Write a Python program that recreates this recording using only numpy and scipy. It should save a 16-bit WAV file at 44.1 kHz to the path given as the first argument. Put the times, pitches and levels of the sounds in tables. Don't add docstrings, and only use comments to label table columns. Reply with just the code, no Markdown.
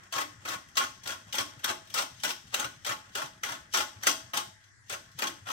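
import sys
import numpy as np
from scipy import signal
from scipy.fft import rfft, irfft
from scipy.io import wavfile

SR = 44100
rng = np.random.default_rng(int(sys.argv[2]) if len(sys.argv) > 2 else 0)


def dump_mix(stems):
    frames = np.atleast_2d(stems).T
    limited = np.clip(frames, -1, 1)
    pcm = np.round(limited * 32767).astype(np.int16)
    wavfile.write(sys.argv[1], SR, pcm)


N = 243413


def from_db(db):
    return 10 ** (np.asarray(db) / 20)


def rms_one(x):
    return x / np.sqrt(np.mean(x ** 2) + 1e-20)


def at_hz(points, hz):
    table = np.array(points)
    return np.interp(np.log(hz), np.log(table[:, 0]), table[:, 1])


def band(x, low_hz, high_hz, order=2):
    edges = [low_hz, min(high_hz, 0.45 * SR)]
    return signal.sosfilt(signal.butter(order, edges, "band", fs=SR, output="sos"), x)


def drift(rate_hz):
    step = 40
    pole = np.exp(-2 * np.pi * rate_hz * step / SR)
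    noise = rng.standard_normal(N // step + 2002)
    slow = signal.lfilter([1], [1, -2 * pole, pole * pole], noise)[2000:]
    return np.interp(np.arange(N) / step, np.arange(len(slow)), rms_one(slow))


def grains(per_s, spread_db):
    sizes = from_db(spread_db * np.minimum(rng.exponential(1, N), 5)) * rng.choice([-1, 1], N)
    return rms_one(sizes * (rng.random(N) < per_s / SR))


def colour(x, spectrum):
    size = 4096
    freqs = np.maximum(np.arange(size // 2 + 1) * SR / size, 1)
    cepstrum = irfft(np.log(from_db(at_hz(spectrum, freqs))))
    cepstrum[1:size // 2] *= 2
    cepstrum[size // 2 + 1:] = 0
    taps = irfft(np.exp(rfft(cepstrum)))[:size // 2]
    return signal.oaconvolve(x, taps / np.sqrt(np.sum(taps ** 2)))[:len(x)]


# (frequency [Hz], relative density [dB per Hz])
GRAIN_SPECTRUM = [(88, -48), (150, -6.5), (431, -17.5), (589, -10), (979, -7), (1080, -5.5), (2100, -7.5),
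                  (3290, 2.5), (4320, -6), (8730, -6), (10200, -24.5), (11900, -10.5), (13700, -32.5),
                  (14500, -22.5), (16000, -15)]
SPLIT_HZ, AIR_HZ = 2000, 10000


def three_parts(x):
    x = colour(x, GRAIN_SPECTRUM)
    ranges = [(260, SPLIT_HZ), (SPLIT_HZ, AIR_HZ), (AIR_HZ, 19000)]
    return [rms_one(band(x, low, high, order=3)) for low, high in ranges]


# (frequency [Hz], correlation [0 to 1])
EAR_CORRELATION = [(30, .6), (80, 0.64), (250, 0.69), (600, 0.017), (8000, 0.0087), (12000, 0.16)]


def stereo(mid, side, hz):
    alike = np.clip(at_hz(EAR_CORRELATION, hz), 0, 1)
    shared, opposed = np.sqrt(1 + alike) * mid, np.sqrt(1 - alike) * side
    return np.stack([shared + opposed, shared - opposed])


# (frequency [Hz], relative density [dB per Hz])
FLOOR_SPECTRUM = [(25, -10), (53, -13.5), (82, -7), (108, 2), (150, -18), (290, -17.5), (451, -29.5),
                  (700, -27), (1100, -18.5), (1700, -8.5), (2700, -36), (4500, -25.5), (6400, -15.5),
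                  (9000, -32), (16000, -68)]
# (frequency [Hz], level before flicker [dB rms])
HUM_TONES = [(100, -71)]
FLOOR_DB = -62.5
WHIR_LOW_HZ, WHIR_HIGH_HZ, WHIR_DB = 1520, 2070, -65.5


def room_noise(patchy_db):
    floor, edges = 0, 25 * 2 ** np.arange(0, 9.5, 1 / 3)
    white = rng.standard_normal((2, 2, N))
    for k, (low, high) in enumerate(zip(edges, edges[1:])):
        mid, side = band(white[k % 2], low, high)
        hz = np.sqrt(low * high)
        gain = from_db(at_hz(FLOOR_SPECTRUM, hz) + patchy_db * drift(6))
        floor = floor + gain * stereo(mid, side, hz)
    whir_noise = band(rng.standard_normal((2, N)), WHIR_LOW_HZ, WHIR_HIGH_HZ, order=3)
    whir = from_db(WHIR_DB) * rms_one(whir_noise)
    t, hum = np.arange(N) / SR, 0
    for hz, db in HUM_TONES:
        hum = hum + from_db(db + 0.83 * drift(7.6)) * np.sqrt(2) * np.sin(2 * np.pi * hz * t)
    return (from_db(FLOOR_DB) * rms_one(floor) + whir + hum) * from_db([[1.5], [-1.5]])


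RUMBLE_LOW_HZ, RUMBLE_HIGH_HZ = 61, 208
RUMBLE_DB = -65
REST_START_S, REST_END_S = 4.58, 4.88


def handling(lumpy_db):
    t = np.arange(N) / SR
    corners = [REST_START_S - 0.03, REST_START_S, REST_END_S, REST_END_S + 0.02]
    busy = np.interp(t, corners, [1, 0, 0, 1])
    lumpy_noise = rng.standard_normal(N) * from_db(lumpy_db * drift(17.6))
    return from_db(RUMBLE_DB) * busy * rms_one(band(lumpy_noise, RUMBLE_LOW_HZ, RUMBLE_HIGH_HZ))


# (start [s], length [s], hiss level at the mill [dB], body level over the hiss [dB])
HAND_SLIDES = [(0.0, 0.061, -63, 5.5), (0.295, 0.2, -66.5, 5), (0.63, 0.14, -68, 2.5),
               (0.94, 0.19, -61, -2), (1.197, .11, -60.5, 0.5), (1.5, 0.18, -60, 1.5),
               (1.86, 0.18, -59, -4), (2.158, 0.092, -55.5, -12), (2.44, .12, -59, -7),
               (2.728, 0.16, -62, -4), (3.004, .14, -64.5, 2), (3.296, 0.066, -65, 1),
               (3.583, 0.062, -62.5, 2), (3.9, 0.28, -64, 3.5), (4.194, 0.13, -65.5, 2.5),
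               (4.63, 0.034, -63.5, -6.5), (4.858, .04, -71, -5), (5.03, 0.21, -65.5, -6),
               (5.344, 0.072, -64.5, 4)]


def regrip(edge_s):
    t, hiss_gain, body_gain = np.arange(N) / SR, np.zeros(N), np.zeros(N)
    for start, length, hiss_db, body_db in HAND_SLIDES:
        corners = [start - edge_s, start, start + length, start + length + edge_s]
        slide = from_db(hiss_db) * np.interp(t, corners, [0, 1, 1, 0])
        hiss_gain += slide
        body_gain += from_db(body_db) * slide
    body, mid, air = three_parts(grains(2500, spread_db=5.5) * from_db(0.71 * drift(18)))
    return body_gain * body + hiss_gain * (mid + 0.26 * air)


def ring(clicks, hz, t60):
    r, w = from_db(-60 / (t60 * SR)), 2 * np.pi * hz / SR
    return signal.lfilter([0, np.sin(w)], [1, -2 * r * np.cos(w), r * r], clicks + 1e-18)


# (frequency [Hz], level relative to the common ring level [dB], T60 [s])
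MILL_AND_POT_MODES = [(294, -11.5, 0.26), (340.2, -9, 0.12), (610, -11.5, 0.1), (649, -22.5, 0.49),
                      (858, -16.5, 0.29), (1074.7, -8, 0.1), (1101.5, -3.5, 0.061), (1188, -14.5, 0.052),
                      (1438, -5, 0.051), (1486.5, -9, 0.099), (2040, -16.5, 0.18), (2880, -12, 0.0096),
                      (3430, -4.5, 0.01), (3430, -20, 0.044), (6400, 3, 0.018), (5570, -10, 0.015)]


def mill_and_pot(force, ring_db, grip_db):
    total = np.zeros(N)
    for k, (hz, db, t60) in enumerate(MILL_AND_POT_MODES):
        drive = force * from_db(grip_db * drift(5.1))
        total += (-1) ** k * from_db(db + ring_db) * ring(drive, hz, t60)
    return total


# (frequency [Hz], T60 [s])
REVERB_TIME = [(150, 0.41), (500, 0.31), (2000, 0.35), (6000, 0.4), (14000, 0.28)]


def echoes(near_db, tail_db, near_s, count):
    t = np.arange(int(0.55 * SR)) / SR
    white = rng.standard_normal((2, 2, count, len(t)))
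    response = np.zeros((2, count, len(t)))
    edges = 100 * 2 ** np.arange(0, 7.6, 0.5)
    for k, (low, high) in enumerate(zip(edges, edges[1:])):
        hz = np.sqrt(low * high)
        mid, side = band(white[k % 2], low, high)
        tail = from_db(tail_db - 60 * t / at_hz(REVERB_TIME, hz))
        near = from_db(near_db) * np.exp(-t / near_s)
        response += (tail + near) * (t > 0.0012) * stereo(mid, side, hz)
    return response


# (frequency [Hz], left over right [dB])
LEFT_OVER_RIGHT = [(60, 14), (99, -8), (160, 8.5), (270, 0), (450, -3.5), (740, -2.5), (1220, 3.5),
                   (2010, 1), (3330, 1.5), (5500, 17.5), (9080, -2), (15000, 2)]


def kitchen(x, near_db, tail_db, near_s, sway_rate):
    paths = echoes(near_db, tail_db, near_s, count=5)
    shares = np.array([drift(sway_rate) for _ in paths[0]])
    shares /= np.sqrt(np.sum(shares ** 2, axis=0))
    heard = signal.oaconvolve((x * shares)[None], paths, axes=2)[:, :, :N].sum(axis=1)
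    heard += [x, np.roll(x, 12)]
    freqs = np.maximum(np.arange(N // 2 + 1) * SR / N, 1)
    tilt = from_db(at_hz(LEFT_OVER_RIGHT, freqs) / 2 * np.array([[1], [-1]]))
    return irfft(rfft(heard) * tilt, N)


# (start [s], length [s], crush level at the mill at the start [dB],
# the same at the end [dB], body level over the crush [dB])
MILL_TWISTS = [(0.125, 0.087, -37, -35, 0.5), (0.448, 0.086, -39.5, -37, 1.5), (0.761, 0.074, -37, -34, 3),
               (1.051, 0.076, -43, -37.5, 1), (1.328, 0.083, -38.5, -37.5, 1),
               (1.632, 0.072, -40, -34.5, 1), (1.948, 0.064, -27.5, -32.5, -1),
               (2.232, 0.063, -29.5, -35.5, -1), (2.521, 0.12, -43.5, -40, 3.5),
               (2.848, 0.067, -44, -35.5, -3.5), (3.147, 0.11, -33.5, -47, -1),
               (3.429, 0.12, -40.5, -43.5, 2.5), (3.734, 0.088, -28.5, -37, -0.5),
               (4.021, 0.077, -42, -24, -4), (4.331, 0.03, -46, -30, 0), (4.892, 0.05, -37.5, -41, 1.5),
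               (5.18, .085, -42, -38.5, 3.5), (5.454, 0.066, -52, -37, 2.5)]
BITE_S, STOP_DB_PER_S = 0.0055, 596
TAKE_UP_S, TAKE_UP_DB = 0.013, -14.5
CRACKLES_PER_S, CRACKLE_DB = 300, -4.5


def crush(air_db):
    t, crush_gain, body_gain = np.arange(N) / SR, np.zeros(N), np.zeros(N)
    for start, length, start_db, end_db, body_db in MILL_TWISTS:
        end = start + length
        effort_db = np.interp(t, [start, end], [start_db, end_db])
        effort_db -= STOP_DB_PER_S * np.maximum(t - start - length, 0)
        effort = np.clip((t - start) / BITE_S, 0, 1) * from_db(effort_db)
        rise = np.exp(-np.abs(t - start) / TAKE_UP_S)
        take_up = (t < start) * from_db(start_db + TAKE_UP_DB) * rise
        crush_gain += effort + take_up
        body_gain += from_db(body_db) * effort
    grit = grains(7000, spread_db=6.5) * from_db(2.6 * drift(99))
    crackle = from_db(CRACKLE_DB) * grains(CRACKLES_PER_S, spread_db=2.0)
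    body, mid, air = three_parts(grit + crackle)
    return body_gain * body + crush_gain * (mid + from_db(air_db) * air)


# (time [s], peak level of the click at the mill [dB], body level over the peak [dB])
CORN_CRACKS = [(0.1248, -20.5, -7), (0.162, -23.5, 3), (0.182, -16.5, -1), (0.213, -26, -1),
               (0.452, -27, 2), (0.4852, -15.5, -16), (0.543, -32, 4), (0.6864, -41, -17),
               (0.7552, -30, -4), (0.7704, -11.5, -13.5), (0.778, -12.5, -22), (1.035, -31, -13),
               (1.0596, -27.5, -2), (1.0735, -19, -23), (1.326, -18, -22), (1.3519, -16, -10),
               (1.3839, -12.5, -9.5), (1.5927, -38.5, -42), (1.6428, -13.5, -10), (1.6992, -33.5, 17.5),
               (1.872, -37, -11), (1.8996, -32, -23), (1.9409, -14, -5.5), (1.9846, -16, -5),
               (2.019, -24, -4), (2.2351, -12.5, -6.5), (2.248, -22, -2), (2.3046, -15, -24),
               (2.5425, -15.5, -9.5), (2.5972, -17, -6), (2.6438, -22.5, 2), (2.8474, -24, -6.5),
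               (2.863, -15, -2.5), (2.8922, -17.5, -0.5), (2.905, -25.5, 6.5), (3.1529, -15, -6),
               (3.184, -32.5, 11), (3.218, -25.5, 2), (3.4348, -17.5, -4.5), (3.489, -25.5, -0.5),
               (3.519, -33.5, 0.5), (3.711, -53, -11.5), (3.7371, -12.5, -10.5), (3.747, -15.5, -4),
               (3.7708, -10, -8), (4.012, -43.5, -4.5), (4.0333, -21.5, -1.5), (4.069, -3.5, -7.5),
               (4.335, -18, -2), (4.3732, -9.5, -4.5), (4.8964, -23, -27), (4.925, -29, -5),
               (5.115, -42.5, -25), (5.1892, -24, -51), (5.221, -14.5, -2), (5.27, -18, -10),
               (5.469, -41, 9.5), (5.501, -32, 9)]
CRACK_AIR_DB = -4.5
CRUMBLE_S, CRUMBLE_DB = 0.017, -14


def cracks(shatter_s, splinter_db):
    times, db, body_db = np.transpose(CORN_CRACKS)
    t = np.arange(int(0.08 * SR)) / SR
    fade = np.exp(-t / shatter_s) + from_db(CRUMBLE_DB) * np.exp(-t / CRUMBLE_S)
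    splinters = from_db(splinter_db) * grains(6000, spread_db=4.5)
    out = np.zeros(N)
    parts = three_parts(signal.unit_impulse(4096))
    for part, level_db in zip(parts, [db + body_db, db, db + CRACK_AIR_DB]):
        snaps = np.zeros(N)
        snaps[(times * SR).astype(int)] = from_db(level_db)
        burst = snaps + splinters * signal.oaconvolve(snaps, fade)[:N]
        out += signal.oaconvolve(burst, part / np.abs(part).max())[:N]
    return out


# (time [s], peak level [dB], frequency [Hz])
DULL_BUMPS = [(0.16, -47.5, 131), (0.377, -49.5, 100), (0.56, -58, 115), (0.68, -55, 123), (0.84, -54, 92),
              (0.97, -57, 123), (1.054, -60, 110), (1.279, -53.5, 118), (1.4, -45, 111),
              (1.573, -49.5, 122), (1.696, -46, 100), (1.869, -65, 159), (2.126, -51.5, 102),
              (2.159, -55, 113), (2.184, -62, 105), (2.469, -58, 98), (2.496, -51.5, 110),
              (2.648, -44, 124), (2.765, -53, 140), (2.894, -46, 114), (3.074, -55, 106), (3.239, -48, 140),
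              (3.51, -48, 125), (3.6, -57, 70), (3.799, -55, 71), (3.962, -47, 100), (4.238, -50, 116),
              (4.278, -60, 107), (4.522, -59, 106), (4.559, -68, 111), (4.916, -50.5, 109),
              (5.15, -49, 134), (5.421, -48, 101)]


def bumps(cycles):
    out = np.zeros(N)
    for start, db, hz in DULL_BUMPS:
        turns = np.arange(int(0.12 * SR)) / SR * hz
        push = np.sin(2 * np.pi * turns) * turns * np.exp(-turns / cycles)
        at = int(start * SR)
        out[at:at + len(turns)] += (from_db(db) * push / np.abs(push).max())[:N - at]
    return out


DISTANCE_LOSS_DB = -9


def scene():
    force = crush(air_db=-8.0) + cracks(shatter_s=0.00097, splinter_db=-13.0) + regrip(edge_s=0.043)
    force = from_db(DISTANCE_LOSS_DB) * band(force, 130, 19000, order=3)
    mill = force + mill_and_pot(force, ring_db=-35, grip_db=2.0)
    room = kitchen(mill, near_db=-16.5, tail_db=-32.5, near_s=0.0049, sway_rate=17.4)
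    hands = (bumps(cycles=0.94) + handling(lumpy_db=3.5)) * from_db([[1.5], [-1.5]])
    return room + hands + room_noise(patchy_db=4.0)


CUTOFF_HZ = 16900


def record(dry):
    return signal.sosfilt(signal.cheby2(12, 70, CUTOFF_HZ, fs=SR, output="sos"), dry)


dry = scene()
out = record(dry)
dump_mix(out)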